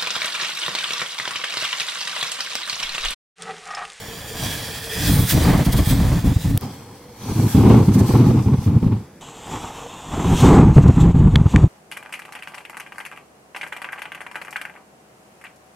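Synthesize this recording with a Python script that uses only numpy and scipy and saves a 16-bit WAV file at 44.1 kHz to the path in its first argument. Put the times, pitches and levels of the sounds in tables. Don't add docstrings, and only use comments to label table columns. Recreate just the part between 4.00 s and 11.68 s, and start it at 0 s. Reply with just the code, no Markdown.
import sys
import numpy as np
from scipy import signal
from scipy.fft import rfft, irfft, next_fast_len
from scipy.io import wavfile
from scipy.ndimage import uniform_filter1d, map_coordinates

SR = 44100
rng = np.random.default_rng(int(sys.argv[2]) if len(sys.argv) > 2 else 0)


def put_to_file(sound):
    columns = np.atleast_2d(sound).T
    safe = np.clip(columns, -1, 1)
    whole_steps = np.round(safe * 32767)
    wavfile.write(sys.argv[1], SR, whole_steps.astype(np.int16))


N = 338688
TIME = np.arange(N) / SR

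# (frequency [Hz], side relative to mid [dB])
WIDTH = [
    [(60, -24), (200, -19.5), (400, -7), (800, -11), (4400, -8.5), (15000, -9.5)],
    [(60, -26), (200, -25), (380, -14.5), (700, -7.5), (2400, -9), (4400, -2), (8100, 2), (15000, 6.5)],
    [(60, -120), (15000, -120)],
]
# (time the load catches [s], growth time [s], time it dies [s],
# small flame [dB], full roar [dB], sag [dB/s])
BURNS = [(0.93, 0.089, 2.57, -41, -12.5, 2.5), (3.17, 0.14, 4.965, -52, -6, 5.5),
         (6.02, 0.15, 7.65, -53.5, -5.5, 3.5)]
# (time it catches again [s], time lifted [s],
# drop of the roar [dB], swell of the hiss [dB])
SPURTS = [(1.324, 0.061, 12, 11.5), (1.663, 0.025, 19, 10), (1.735, 0.02, 9, 13.5), (1.786, 0.035, -2, 8.5),
          (1.87, 0.034, 11.5, 8), (1.915, 0.047, 2.5, 9), (2.24, 0.036, 13, -2.5), (2.362, 0.027, 15, 2.5),
          (2.445, 0.072, 16, 7), (3.356, 0.025, 10, -0.5), (3.546, 0.071, 16, 2.5), (3.882, 0.047, 10, 4),
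          (3.952, 0.031, 4.5, 9.5), (4.002, 0.025, 3, 10), (4.093, 0.044, 10, 5), (4.136, 0.027, 11, 5.5),
          (4.458, 0.035, 10.5, 2), (4.581, 0.026, 12, 2), (4.66, 0.071, 14, 6), (4.826, 0.038, 9.5, 0),
          (6.243, 0.032, 7.5, -2), (6.425, 0.065, 10.5, 4.5), (6.759, 0.031, 13.5, 7.5),
          (6.787, 0.026, -5, 10.5), (6.836, 0.028, 10.5, 7), (6.884, 0.01, 9, 9), (6.97, 0.062, 8.5, 3),
          (7.018, 0.032, 7, 10), (7.144, 0.027, 11, -7), (7.336, 0.05, 6, 3), (7.458, 0.047, 10, -2),
          (7.537, 0.066, 17.5, 7.5)]


def amp(db):
    return 10 ** (np.asarray(db) / 20)


def unit(x):
    mid = np.atleast_2d(x).mean(axis=0)
    return x / np.sqrt(np.mean(mid ** 2) + 1e-20)


def along(points, hz):
    point_hz, values = np.transpose(points)
    return np.interp(np.log(hz + 1), np.log(point_hz + 1), values)


def curves(rows, t):
    seconds, *columns = np.transpose(rows)
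    return [np.interp(t, seconds, column) for column in columns]


def wobble(rate, t):
    knots = (t - t[0]) * rate
    return map_coordinates(rng.standard_normal(2048), [knots], mode="mirror")


def filtered(x, response):
    n = x.shape[-1]
    size = next_fast_len(n + 8192)
    spectrum = rfft(x, size) * response(np.fft.rfftfreq(size, 1 / SR))
    return irfft(spectrum, size)[..., :n]


def noise(spectrum, t, width):
    def response(hz):
        colour = amp(along(spectrum, hz))
        return colour * [np.ones_like(hz), amp(along(width, hz))]

    mid, side = filtered(rng.standard_normal((2, len(t))), response)
    return unit(np.array([mid + side, mid - side]))


def evened(x, seconds):
    power = uniform_filter1d(np.mean(x ** 2, axis=0), max(int(seconds * SR), 8))
    return x / np.sqrt(np.abs(power) + 1e-6)


def distant_town(bottle, t):
    # (frequency [Hz], relative level [dB])
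    town_colour = [(25, -21), (120, 1.5), (400, -3), (1000, -17), (2000, -19), (6000, -49), (10000, -31),
                   (15000, -46)]
    return amp(-46.5) * noise(town_colour, t, WIDTH[bottle])


def bricks(x, share=0.076, reach_s=0.02, count=8):
    delays_s = 0.002 + reach_s * rng.random(count)
    copies = sum(np.pad(x, ((0, 0), (int(d * SR), 0)))[:, :N] for d in delays_s)
    return x + share * copies


def neck_note(t, hz, db, width_hz=22, waver_db=4.0):
    hum = filtered(rng.standard_normal(len(t)), lambda f: 1 / (1 + ((f - hz) / width_hz) ** 2))
    return amp(db) * unit(hum * amp(waver_db * wobble(9.6, t)))


def snaps(grit=0.57):
    # (time [s], level [dB], time to fall 60 dB [s], then relative level [dB] at each snap_hz)
    snap_rows = [(2.576, -10.5, 0.0077, -28, -10.5, -3, -17, -13, -0.5, -5.5),
                 (2.611, -30, .016, -12, -7, -10, -14, -14, -5, -7),
                 (6.7814, -13, .012, -6, 4, -24, -34, -39, -48, -52),
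                 (7.3577, -5.5, 0.011, -4, 1.5, -1, -19.5, -19, -50, -45),
                 (7.5613, -9, 0.012, -16, 8, -16, -15, -17, -57, -49)]
    snap_hz = [800, 1800, 3800, 6200, 8400, 10000, 14000]
    out = np.zeros(N + SR)
    t = TIME[:SR // 20]
    for s, db, t60, *colour in snap_rows:
        fall = amp(-60 * t / t60)
        burst = grit * rng.standard_normal(len(t)) * fall / np.linalg.norm(fall)
        burst[0] += 0.6
        padded = np.pad(burst, (len(t), 0))
        crack = filtered(padded, lambda hz: amp(along(np.c_[snap_hz, colour], hz)))
        crack *= np.linalg.norm(fall) / np.linalg.norm(crack)
        start = round(s * SR) - len(t)
        out[start:start + len(crack)] += amp(db) * crack
    return out[:N]


def puffs():
    # (time [s], push [dB], frequency [Hz])
    puff_rows = [(2.368, -6.5, 94), (2.549, -5, 120), (3.902, -11, 127), (4.015, -1.5, 151),
                 (4.27, -2, 158), (4.364, -8, 130), (4.59, -9.5, 114), (4.768, -1, 117), (6.599, 5, 200),
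                 (6.783, 10, 126), (6.891, -0.5, 135), (7.016, 0, 105), (7.148, -4.5, 132),
                 (7.262, 1, 94.5), (7.363, -2, 107), (7.417, -0.5, 126), (7.463, 2.5, 94),
                 (7.644, 6.5, 118.2)]
    out = np.zeros(N)
    for s, db, hz in puff_rows:
        u = (np.pi * hz * (TIME - s)) ** 2
        out += amp(db) * (1 - 2 * u) * np.exp(-np.minimum(u, 50))
    return out


def outflow_db(bottle, t):
    # (time [s], hiss at the neck [dB], rush of the plume [dB])
    outflow_rows = [
        [(0, -38.5, -41.5), (0.28, -36, -45), (0.55, -33.5, -44), (0.87, -36, -46), (1.08, -22.5, -35),
         (1.22, -27.5, -36), (1.5, -29, -26), (1.7, -37, -33), (1.92, -32, -35), (2.07, -35, -34.5),
         (2.57, -43.5, -43)],
        [(2.58, -53.5, -53), (3.13, -54.5, -56.5), (3.29, -39, -39), (3.53, -36.5, -34.5), (3.72, -38.5, -24.5),
         (3.9, -44, -36.5), (4.17, -39, -29.5), (4.45, -48, -37.5), (4.93, -53, -40.5), (5.06, -57.5, -54.5),
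         (5.2, -61, -72)],
        [(5.21, -45.5, -45), (5.7, -46, -44.5), (6.03, -45, -43.5), (6.17, -38, -29), (6.34, -33.5, -29),
         (6.46, -29.5, -20.5), (6.57, -36.5, -20.5), (6.68, -49, -31.5), (7.02, -44.5, -32),
         (7.3, -51.5, -36.5), (7.62, -45.5, -31), (7.68, -55, -46)],
    ]
    return curves(outflow_rows[bottle], t)


def spurt_db(t, lead=0.21, width=0.5):
    total = 0
    for s, lifted, _, swell_db in SPURTS:
        total = total + swell_db * np.exp(-((t - s + lead * lifted) / (width * lifted)) ** 2)
    return total


def sizzle_db(bottle, t, bloom_db=2.5, bloom_after_s=0.3, bloom_width_s=0.14, fade_db_per_s=1.0):
    sizzle_share = [-4, -7, -15]
    age = t - BURNS[bottle][0]
    bloom = bloom_db * np.exp(-((age - bloom_after_s) / bloom_width_s) ** 2)
    return sizzle_share[bottle] + bloom - fade_db_per_s * np.abs(age)


def in_bottle(x, bottle, t, roar_db, height_db, width_hz=150, drift=0.0072, patchy_db=2.1, size=1024):
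    cavity_hz = [
        [1670, 2420, 3170, 4700, 5550, 6900, 8680],
        [1590, 2200, 3240, 4250, 4870, 5700],
        [2580, 3100, 3280, 6750, 7700],
    ]
    warming_per_s, warmest = 0.057, 0.059
    mode_fade_hz = 11000
    hz, frame_s, z = signal.stft(x, SR, nperseg=size)
    hz = hz[:, None]
    calm = np.clip((-8 - np.interp(t[0] + frame_s, t, roar_db)) / 20, 0, 1)
    warmth = 1 + np.minimum(warming_per_s * frame_s, warmest) + drift * wobble(3.45, frame_s)
    peaks = np.max([np.exp(-0.5 * ((hz - f * warmth) / width_hz) ** 2) for f in cavity_hz[bottle]], axis=0)
    patches = uniform_filter1d(rng.standard_normal(z.shape[1:]), size=6, axis=0)
    patches = uniform_filter1d(patches, size=16, axis=1)
    patches = unit(patches.ravel()).reshape(peaks.shape)
    relief_db = height_db * np.exp(-(hz / mode_fade_hz) ** 2)
    gain = amp(relief_db * calm * (peaks - 0.25) + patchy_db * patches)
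    return unit(signal.istft(z * gain, SR, nperseg=size)[1][:, :len(t)])


def jet(bottle, t, hiss_db, roar_db, height_db):
    # (frequency [Hz], relative level [dB])
    hiss_colour = [
        [(700, -18), (1350, -5.5), (1800, -1.5), (2600, -5.5), (3350, 0), (4000, -2), (5800, -5), (8200, -6),
         (12000, -10), (15800, -8)],
        [(1000, 2), (1800, -3.5), (2700, -3.5), (4800, -2.5), (6850, -4.5), (8300, -5.5), (9500, -13),
         (12500, -12.5), (15800, -16.5)],
        [(1200, -4), (2000, -8), (2700, -0.5), (3600, -1.5), (4700, -11.5), (5800, -7), (7200, -1), (8500, -9),
         (10000, -25), (12000, -20.5), (14000, -29), (15800, -36)],
    ]
    # (left [dB], right [dB])
    jet_place = [(-.9, .8), (0, 0), (0, 0)]
    brightens = 0.22
    spurt = spurt_db(t)
    fizz = amp(0.84 * wobble(600, t))
    raw = noise(hiss_colour[bottle], t, WIDTH[bottle])
    gas = in_bottle(raw, bottle, t, roar_db, height_db) * fizz
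    top = filtered(gas, lambda hz: np.clip((hz - 7500) / 3000, 0, 1))
    top_share = np.clip(amp(sizzle_db(bottle, t) + brightens * spurt), 0, 0.8)
    blend = top_share * unit(top) + np.sqrt(1 - top_share ** 2) * unit(gas - top)
    hiss = amp(hiss_db + spurt + 1.04 * wobble(30.8, t)) * blend
    return amp(jet_place[bottle])[:, None] * hiss


def flare_db(t, fall_s=0.21):
    # (time [s], rise [s], swell of the roar [dB])
    flare_rows = [(0.44, 0.077, 15), (2.63, 0.02, 25.5), (5.539, 0.072, 22.5)]
    total = 0
    for s, rise, db in flare_rows:
        total = total + db * np.exp(-np.where(t < s, ((t - s) / rise) ** 2, (t - s) / fall_s))
    return total


def burn_db(bottle, t, die_db_per_s=329):
    catches, growth, dies, small_db, full_db, sag_db_per_s = BURNS[bottle]
    age = np.maximum(t - catches, 0)
    grown = (full_db - small_db) * (1 - np.exp(-age / growth))
    above = grown - sag_db_per_s * age - die_db_per_s * np.maximum(t - dies, 0)
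    return small_db + np.maximum(above, 0)


def lift_db(t, fade=0.021, catch=0.0073, whump_db=3, settle=0.035):
    db = np.zeros(len(t))
    for s, lifted, drop_db, _ in SPURTS:
        gone = np.clip((t - s + lifted) / fade + 0.5, 0, 1)
        back = np.clip((t - s) / catch + 0.5, 0, 1)
        db -= drop_db * gone * (1 - back)
        db += whump_db * back * np.exp(-np.abs(t - s) / settle)
    return db


def flame(bottle, t, roar_db, rush_db, eddies_db):
    # (frequency [Hz], relative level [dB per Hz])
    roar_colour = [
        [(15, -27), (30, -7), (60, 1), (120, 1.5), (170, 0.5), (220, -9.5), (300, -9.5), (400, -59), (800, -50)],
        [(15, -52), (30, -54), (60, -11), (85, -6.5), (110, 5), (155, -5.5), (220, -4.5), (300, -14.5),
         (400, -34), (800, -76)],
        [(15, -27), (30, -4), (60, -0.5), (125, 0), (170, 1), (220, -9.5), (300, -12.5), (400, -31), (800, -88)],
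    ]
    # (frequency [Hz], relative level [dB per Hz])
    eddy_colour = [(120, -25.5), (200, -1.5), (270, 3), (340, -2), (450, -8), (560, -19.5), (750, -26),
                   (1500, -80)]
    # (frequency [Hz], relative level [dB per Hz])
    rush_colour = [
        [(150, -25), (350, -16), (470, 7), (600, 6.5), (850, 6.5), (1100, 2.5), (1400, -3.5), (2000, -2.5),
         (3500, -17), (9000, -44)],
        [(150, -6), (350, -11), (470, 2), (630, -10.5), (800, 4), (1100, -2), (1700, -17.5), (2300, -15.5),
         (4000, -23.5), (9000, -46)],
        [(150, -28), (350, -11), (450, -7.5), (600, -3.5), (820, 4.5), (1150, -0.5), (1600, -12.5), (2100, -14),
         (4000, -29.5), (9000, -61)],
    ]
    width = WIDTH[bottle]
    lift = lift_db(t)
    slack = np.clip((-10.0 - rush_db) / 14, 0, 1)
    flutter = (0.2 + 2 * slack) * wobble(55, t)
    roar = amp(roar_db + lift + flutter) * evened(noise(roar_colour[bottle], t, width), seconds=0.0293)
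    eddy_db = 0.47 * roar_db + rush_db + eddies_db
    eddies = amp(eddy_db + 0.97 * lift + flutter) * evened(noise(eddy_colour, t, width), seconds=0.04)
    rush_gain = amp(rush_db + 0.51 * lift + 0.62 * flutter + 1.67 * wobble(140, t))
    rush = rush_gain * noise(rush_colour[bottle], t, width)
    return amp(-1.5) * roar + amp(5.0) * eddies + amp(0.5) * rush


def scene():
    starts = [0, 2.58, 5.21]
    # (height of its resonances [dB], eddies before the mix [dB], neck note [Hz], neck note [dB])
    bottles = [(9.5, 5.5, 452, -44), (8.5, 12.5, 484, -55), (3, 7.5, 474, -50.5)]
    flare_rush, flare_hiss = 0.58, 0.4
    fire, gas = [], []
    spans = np.split(TIME, [round(s * SR) for s in starts[1:]])
    for bottle, t in enumerate(spans):
        height_db, eddies_db, note_hz, note_db = bottles[bottle]
        hiss_db, rush_db = outflow_db(bottle, t)
        flare = flare_db(t)
        roar_db = burn_db(bottle, t) + flare
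        town = distant_town(bottle, t)
        note = neck_note(t, note_hz, note_db)
        hiss = jet(bottle, t, hiss_db + flare_hiss * flare, roar_db, height_db)
        plume = flame(bottle, t, roar_db, rush_db + flare_rush * flare, eddies_db)
        fire.append(plume + note + town)
        gas.append(hiss)
    return np.hstack(fire) + bricks(np.hstack(gas)) + puffs() + snaps()


def record(dry):
    hardness, top_hz = 5, 15900
    squashed = dry / (1 + np.abs(dry) ** hardness) ** (1 / hardness)
    return filtered(squashed, lambda hz: hz < top_hz)


dry = scene()
out = record(dry)
put_to_file(out)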